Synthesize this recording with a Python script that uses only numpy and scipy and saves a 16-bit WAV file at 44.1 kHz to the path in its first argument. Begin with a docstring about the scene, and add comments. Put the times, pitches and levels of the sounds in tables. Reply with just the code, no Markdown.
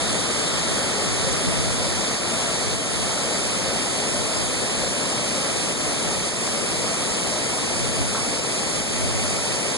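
"""A forest pool under a waterfall in heavy flow, on the two microphone ports of a hand-held camera.
The plunge roars and glugs as it drags air under; spray hisses as drops and bubbles burst in the foam.
The camera is near enough for the fall's draught to buffet its ports. It slowly turns away and is
knocked a few times, and now and then the level dips briefly. It widens its stereo by subtracting
a delayed copy of each port from the other."""
import sys
import numpy as np
from scipy import signal
from scipy.fft import rfft, irfft, next_fast_len
from scipy.io import wavfile
from scipy.ndimage import uniform_filter1d, map_coordinates

SR = 44100
rng = np.random.default_rng(int(sys.argv[2]) if len(sys.argv) > 2 else 0)


def pcm_store(signal):
    """Save signal as 16-bit PCM."""
    levels = np.round(np.clip(np.atleast_2d(signal), -1, 1) * 32767)
    wavfile.write(sys.argv[1], SR, levels.astype(np.int16).T)


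N = 430857


def amp(db):
    """Decibels to gain."""
    return 10 ** (np.asarray(db) / 20)


def unit(x):
    """x at rms 1."""
    return x / np.sqrt(np.mean(x ** 2) + 1e-20)


def along(points, hz):
    """Each column of a table after its frequency column, read at hz on a log axis."""
    knots, *columns = np.transpose(points)
    return [np.interp(np.log(hz + 1), np.log(knots + 1), column) for column in columns]


def wobble(rate):
    """A smooth random curve, rate knots a second."""
    knots = rng.standard_normal(int(N * rate / SR) + 4)
    return map_coordinates(knots, [np.arange(N) * rate / SR])


def filtered(x, response):
    """x through a filter given as a complex function of frequency."""
    size = next_fast_len(N + SR // 2)
    return irfft(rfft(x, size) * response(np.fft.rfftfreq(size, 1 / SR)), size)[..., :N]


def dips():
    """Gain of the brief dips: the level drops quickly, holds and creeps back."""
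    # dips in level: (time [s], depth [dB], hold [s])
    drops = [(2.153, 1.8, 0.084), (2.743, 2, 0.15), (4.45, 0.8, .05), (5.726, 1.5, .045), (6.287, 2, 0.084),
             (8.393, 2, 0.037), (8.813, 1.5, .04)]
    fall_s, recovery_s = 0.011, 0.026
    t = np.arange(N) / SR
    loss_db = np.zeros(N)
    for at, depth_db, hold in drops:
        onset = np.clip((t - at) / fall_s, 0, 1)
        loss_db += depth_db * onset * np.exp(-np.maximum(t - at - hold, 0) / recovery_s)
    return amp(-loss_db)


def handling():
    """A dead knock on the camera body, then a short rub that sinks in pitch as the hand slows."""
    # shifts of the grip: (time [s], knock level [dB], knock pitch [Hz], rub level [dB], rub length [s])
    knocks = [(4.836, -15, 497, -29, 0.023), (6.476, -11, 613, -38, 0.023), (8.149, -14, 1085, -35, 0.064),
              (8.232, -17, 540, -42, .015), (8.309, -20, 546, -44, 0.018)]
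    ring_s, rub_sag_per_s = 0.0034, 3
    out, t = np.zeros(N + SR), np.arange(SR // 4) / SR
    for at, knock_db, hz, rub_db, length in knocks:
        knock = np.sin(2 * np.pi * hz * t) * amp(-60 * t / ring_s)
        # the rub is a band of noise that starts a little above the knock's pitch
        lowpass = signal.butter(2, 0.22 * hz, fs=SR, output="sos")
        grain = signal.sosfilt(lowpass, rng.standard_normal((2, len(t))))
        phase = 2 * np.pi * np.cumsum(1.2 * hz * np.exp(-rub_sag_per_s * t)) / SR
        rub = unit(grain[0] * np.cos(phase) + grain[1] * np.sin(phase)) * np.exp(-(t / length) ** 2)
        out[round(at * SR):][:len(t)] += amp(knock_db) * knock + amp(rub_db) * rub
    return out[:N]


def gusts():
    """Strength of the draught: over a light breeze, each gust swells and dies a little more slowly."""
    # gusts off the fall: (peak time [s], peak strength [dB], decay [s])
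    puffs = [(0.09, -36, .15), (0.54, -37, .08), (0.707, -31, .07), (1.09, -31.5, .08), (1.27, -32, 0.14),
             (1.477, -25.5, 0.047), (1.722, -29.5, 0.28), (2.69, -34, 0.13), (3.0, -34, .13),
             (3.52, -39, 0.28), (4.17, -34, .1), (4.46, -35, 0.14), (4.85, -40, .2), (5.9, -41, .08),
             (6.09, -36, .12), (6.48, -43, .12), (6.75, -43, .16), (7.85, -33.5, 0.12), (8.03, -28, 0.073),
             (8.25, -36, .07), (9.07, -30, 0.18), (9.3, -35, .22)]
    breeze_db, rise_share = -52, 0.87
    t = np.arange(N) / SR
    power = amp(breeze_db) ** 2
    for at, db, decay in puffs:
        width = decay * np.where(t < at, rise_share, 1)
        power = power + (amp(db) * np.exp(-((t - at) / width) ** 2)) ** 2
    return np.sqrt(power)


def draught():
    """Eddies hit each port separately; the harder the gust, the higher its rumble reaches."""
    # spectrum of wind on the ports: (frequency [Hz], relative level [dB])
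    buffet = [(20, -36), (36, -19), (50, -3), (68, 1), (95, 0), (150, -4), (240, -8), (420, -19),
              (900, -45)]
    flutter_above_hz, full_flutter_db = 110, -32
    rumble = unit(filtered(rng.standard_normal((2, N)), lambda hz: amp(along(buffet, hz)[0])))
    deep = filtered(rumble, lambda hz: 1 / (1 + (hz / flutter_above_hz) ** 4))
    eddies = unit(amp(1.2 * np.array([wobble(22), wobble(22)])))
    strength = gusts()
    flutter = (rumble - deep) * (strength / amp(full_flutter_db)) ** 0.36
    return strength * eddies * (deep + flutter)


def glugs():
    """Each pocket of air dragged under breaks into ten large bubbles that ring, rising in pitch."""
    # air pockets in the pool: (middle time [s], level [dB], pitch [Hz], length [s])
    pockets = [(0.81, -36, 540, .08), (0.998, -35.5, 467, 0.095), (1.28, -36.5, 520, 0.1),
               (1.658, -39, 635, .05), (1.842, -37, 530, .07), (2.345, -37, 620, 0.052),
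               (3.265, -35, 487, 0.055), (3.691, -37, 539, 0.077), (4.161, -35.5, 574, .07),
               (4.853, -33, 566, 0.053), (4.957, -39, 547, .09), (5.388, -39, 546, .1),
               (8.324, -37, 560, 0.031)]
    pitch_scatter, ring_s, rise_per_s = 0.064, 0.055, 1
    out, t = np.zeros(N + SR), np.arange(SR // 3) / SR
    for at, db, hz, length in pockets:
        start = length * rng.random((10, 1))
        pitch = hz * np.exp(pitch_scatter * rng.standard_normal((10, 1)))
        age = np.maximum(t - start, 0)
        rings = np.sin(2 * np.pi * pitch * age * (1 + rise_per_s * age / 2))
        attack = 1 - np.exp(-age * pitch / 2)
        glug = (rings * attack * amp(-60 * age / ring_s)).sum(axis=0)
        glug *= np.sqrt(length * SR / np.sum(glug ** 2))
        out[round((at - length / 2) * SR):][:len(t)] += amp(db) * glug
    return out[:N]


def churn(patchy_db):
    """Churning water: two unrelated noises whose level wanders in patches of time and pitch."""
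    spectra = signal.stft(rng.standard_normal((2, N)), nperseg=512)[2]
    patches = uniform_filter1d(rng.standard_normal(spectra.shape[1:]), size=6, axis=0)
    patches = unit(uniform_filter1d(patches, size=12, axis=1))
    return unit(signal.istft(spectra * amp(patchy_db * patches), nperseg=512)[1][:, :N])


def bubbles(lo_hz, hi_hz, cycles, rise, spread_db, count, samples):
    """Two swarms of damped rings, each rising in pitch as its bubble nears the surface."""
    when, pitch, loudness, swarm = rng.random((count, 4)).T[:, :, None]
    hz = lo_hz + (hi_hz - lo_hz) * pitch
    turns = hz * np.arange(samples) / SR
    age = turns / cycles
    ring = np.sin(2 * np.pi * turns * (1 + rise * np.minimum(age, 2) / 2)) * np.exp(-2 * age)
    strength = amp(-spread_db * np.log(1 - 0.99 * loudness)) * hz  # many faint, a few louder
    at = (when * (N - samples)).astype(int) + np.arange(samples) + N * (swarm > 0.5)
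    return unit(np.bincount(at.ravel(), (strength * ring).ravel(), 2 * N).reshape(2, N))


def at_ports(pair, band):
    """Water noise at both ports: nearly the same in the bass, unrelated in the treble."""
    # falling water at the left port: (frequency [Hz], relative level [dB])
    water_spectrum = [(30.0, -10), (60.0, 2), (100.0, 0.5), (180.0, 2.5), (240.0, 0.94), (350.0, -4),
                      (480.0, -4), (620.0, -6.5), (800.0, -11.5), (1200.0, -12.7), (1500.0, -11.5),
                      (1850, -11.5), (2100, -14), (2500.0, -15.5), (3300.0, -13), (4400.0, -14),
                      (6100.0, -16.5), (7100, -15), (8400.0, -13), (10000.0, -18.5), (10800, -20.5),
                      (11500.0, -38.5)]
    # right port against left: (frequency [Hz], level [dB], likeness [0-1], phase lag [rad])
    right_port = [(65.0, -2.0, 0.97, 0.22), (230.0, -0.4, 0.98, 0.18), (380.0, -0.8, 0.83, 0.5),
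                  (500.0, -3.1, 0.8, 0.3), (700.0, -0.2, 0.85, 0.52), (1000.0, -2.0, 0.42, 1.2),
                  (1250.0, -1.5, 0.45, 0.85), (1500.0, -0.9, 0.8, 2.5), (1800, -2.0, 0.55, 2.7),
                  (2100.0, -0.8, 0.35, 3.3), (2600.0, -2.0, 0.0, 3.0), (3300, -3.2, 0, 3),
                  (4600.0, -3.3, 0.0, 3.0), (7800.0, -7.0, 0.0, 3.0), (9000, -6.2, 0, 3),
                  (11000.0, -1.8, 0.0, 3.0)]

    def mixing(hz):
        right_db, alike, lag = along(right_port, hz)
        left = [np.ones_like(hz), np.zeros_like(hz)]
        right = amp(right_db) * np.array([alike * np.exp(-1j * lag), np.sqrt(1 - alike ** 2)])
        return np.array([left, right]) * amp(along(water_spectrum, hz)[0]) * band(hz)
    return unit(filtered(pair, mixing).sum(axis=1))


def roar_share(hz, split_hz=3080):
    """Crossover, in power: above the split the plunge's roar gives way to the spray's hiss."""
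    return 1 / (1 + (hz / split_hz) ** 6)


def spray():
    """Drops patter on rock and foam and merge into a hiss."""
    hiss = churn(patchy_db=1.0)
    patter = bubbles(2200, 11300, cycles=3.8, rise=0.17, spread_db=3.5, count=30000, samples=90)
    fizz = unit(hiss + amp(-12) * patter)
    flutter_db = 0.031 * wobble(8.6) + 0.094 * wobble(35)
    return amp(-28.5 + flutter_db) * at_ports(fizz, lambda hz: np.sqrt(1 - roar_share(hz)))


def plunge():
    """Sheets of water drive clouds of large bubbles into the pool, in slight, uneven surges."""
    wash = churn(patchy_db=-0.08)
    cloud = bubbles(275.5, 2620, cycles=8.8, rise=0.064, spread_db=0.8, count=6000, samples=800)
    roar = unit(wash + amp(-12.5) * cloud)
    surge_db = 0.091 * wobble(4) + 0.26 * wobble(14)
    return amp(-25.5 + surge_db) * at_ports(roar, lambda hz: np.sqrt(roar_share(hz)))


def waterfall():
    """Plunge and spray run steadily, a little duller and softer as the microphones turn off axis."""
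    # shading by the camera body when fully turned away: (frequency [Hz], gain [dB])
    body_shade = [(250, -0.3), (600, -0.1), (1000, -1), (1400, -4), (1850, -2.5), (2500, 0.9), (3500, -3.5),
                  (4700, -0.7), (9000, -0.1)]
    turn_start_s, turn_end_s, facing_db, turned_db = 0.8, 8.9, -0.17, -0.38
    t = np.arange(N) / SR
    turned = np.clip((t - turn_start_s) / (turn_end_s - turn_start_s), 0, 1) ** 0.68  # fastest at first
    direct = amp(facing_db + turned * (turned_db - facing_db)) * (plunge() + spray())
    shaded = filtered(direct, lambda hz: amp(along(body_shade, hz)[0]))
    return direct + turned * (shaded - direct)


def scene():
    """The sound at the left and right port."""
    return (waterfall() + glugs() + draught() + handling()) * dips()


def record(dry):
    """Each channel loses a delayed copy of the other port: a wider image with deep, narrow notches."""
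    # widened sound fed back across: (frequency [Hz], share [0-1])
    cross_return = [(1600, 0.013), (2300, 0.078)]
    # right channel over left, midway between notches: (frequency [Hz], gain [dB])
    right_tilt = [(500, -0.2), (1200, -0.5), (3300, 2.7), (8000, 2.8)]
    delay_samples, cross_share, top_hz = 16, 0.998, 11650

    def lag(hz):
        return 2 * np.pi * hz * delay_samples / SR

    def widening(hz):
        delayed = np.outer([1, -1], np.exp(-1j * lag(hz)))  # opposite signs for mid and side
        return (1 - cross_share * delayed) / (1 - along(cross_return, hz)[0] * delayed)

    def balance(hz):
        tilt_db = along(right_tilt, hz)[0] * np.sin(lag(hz)) ** 2
        return amp(np.outer([-0.5, 0.5], tilt_db))

    left, right = dry
    mid, side = filtered(np.array([left + right, left - right]) / 2, widening)
    return filtered(np.array([mid + side, mid - side]), lambda hz: balance(hz) * (hz < top_hz))


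dry = scene()
out = record(dry)
pcm_store(out)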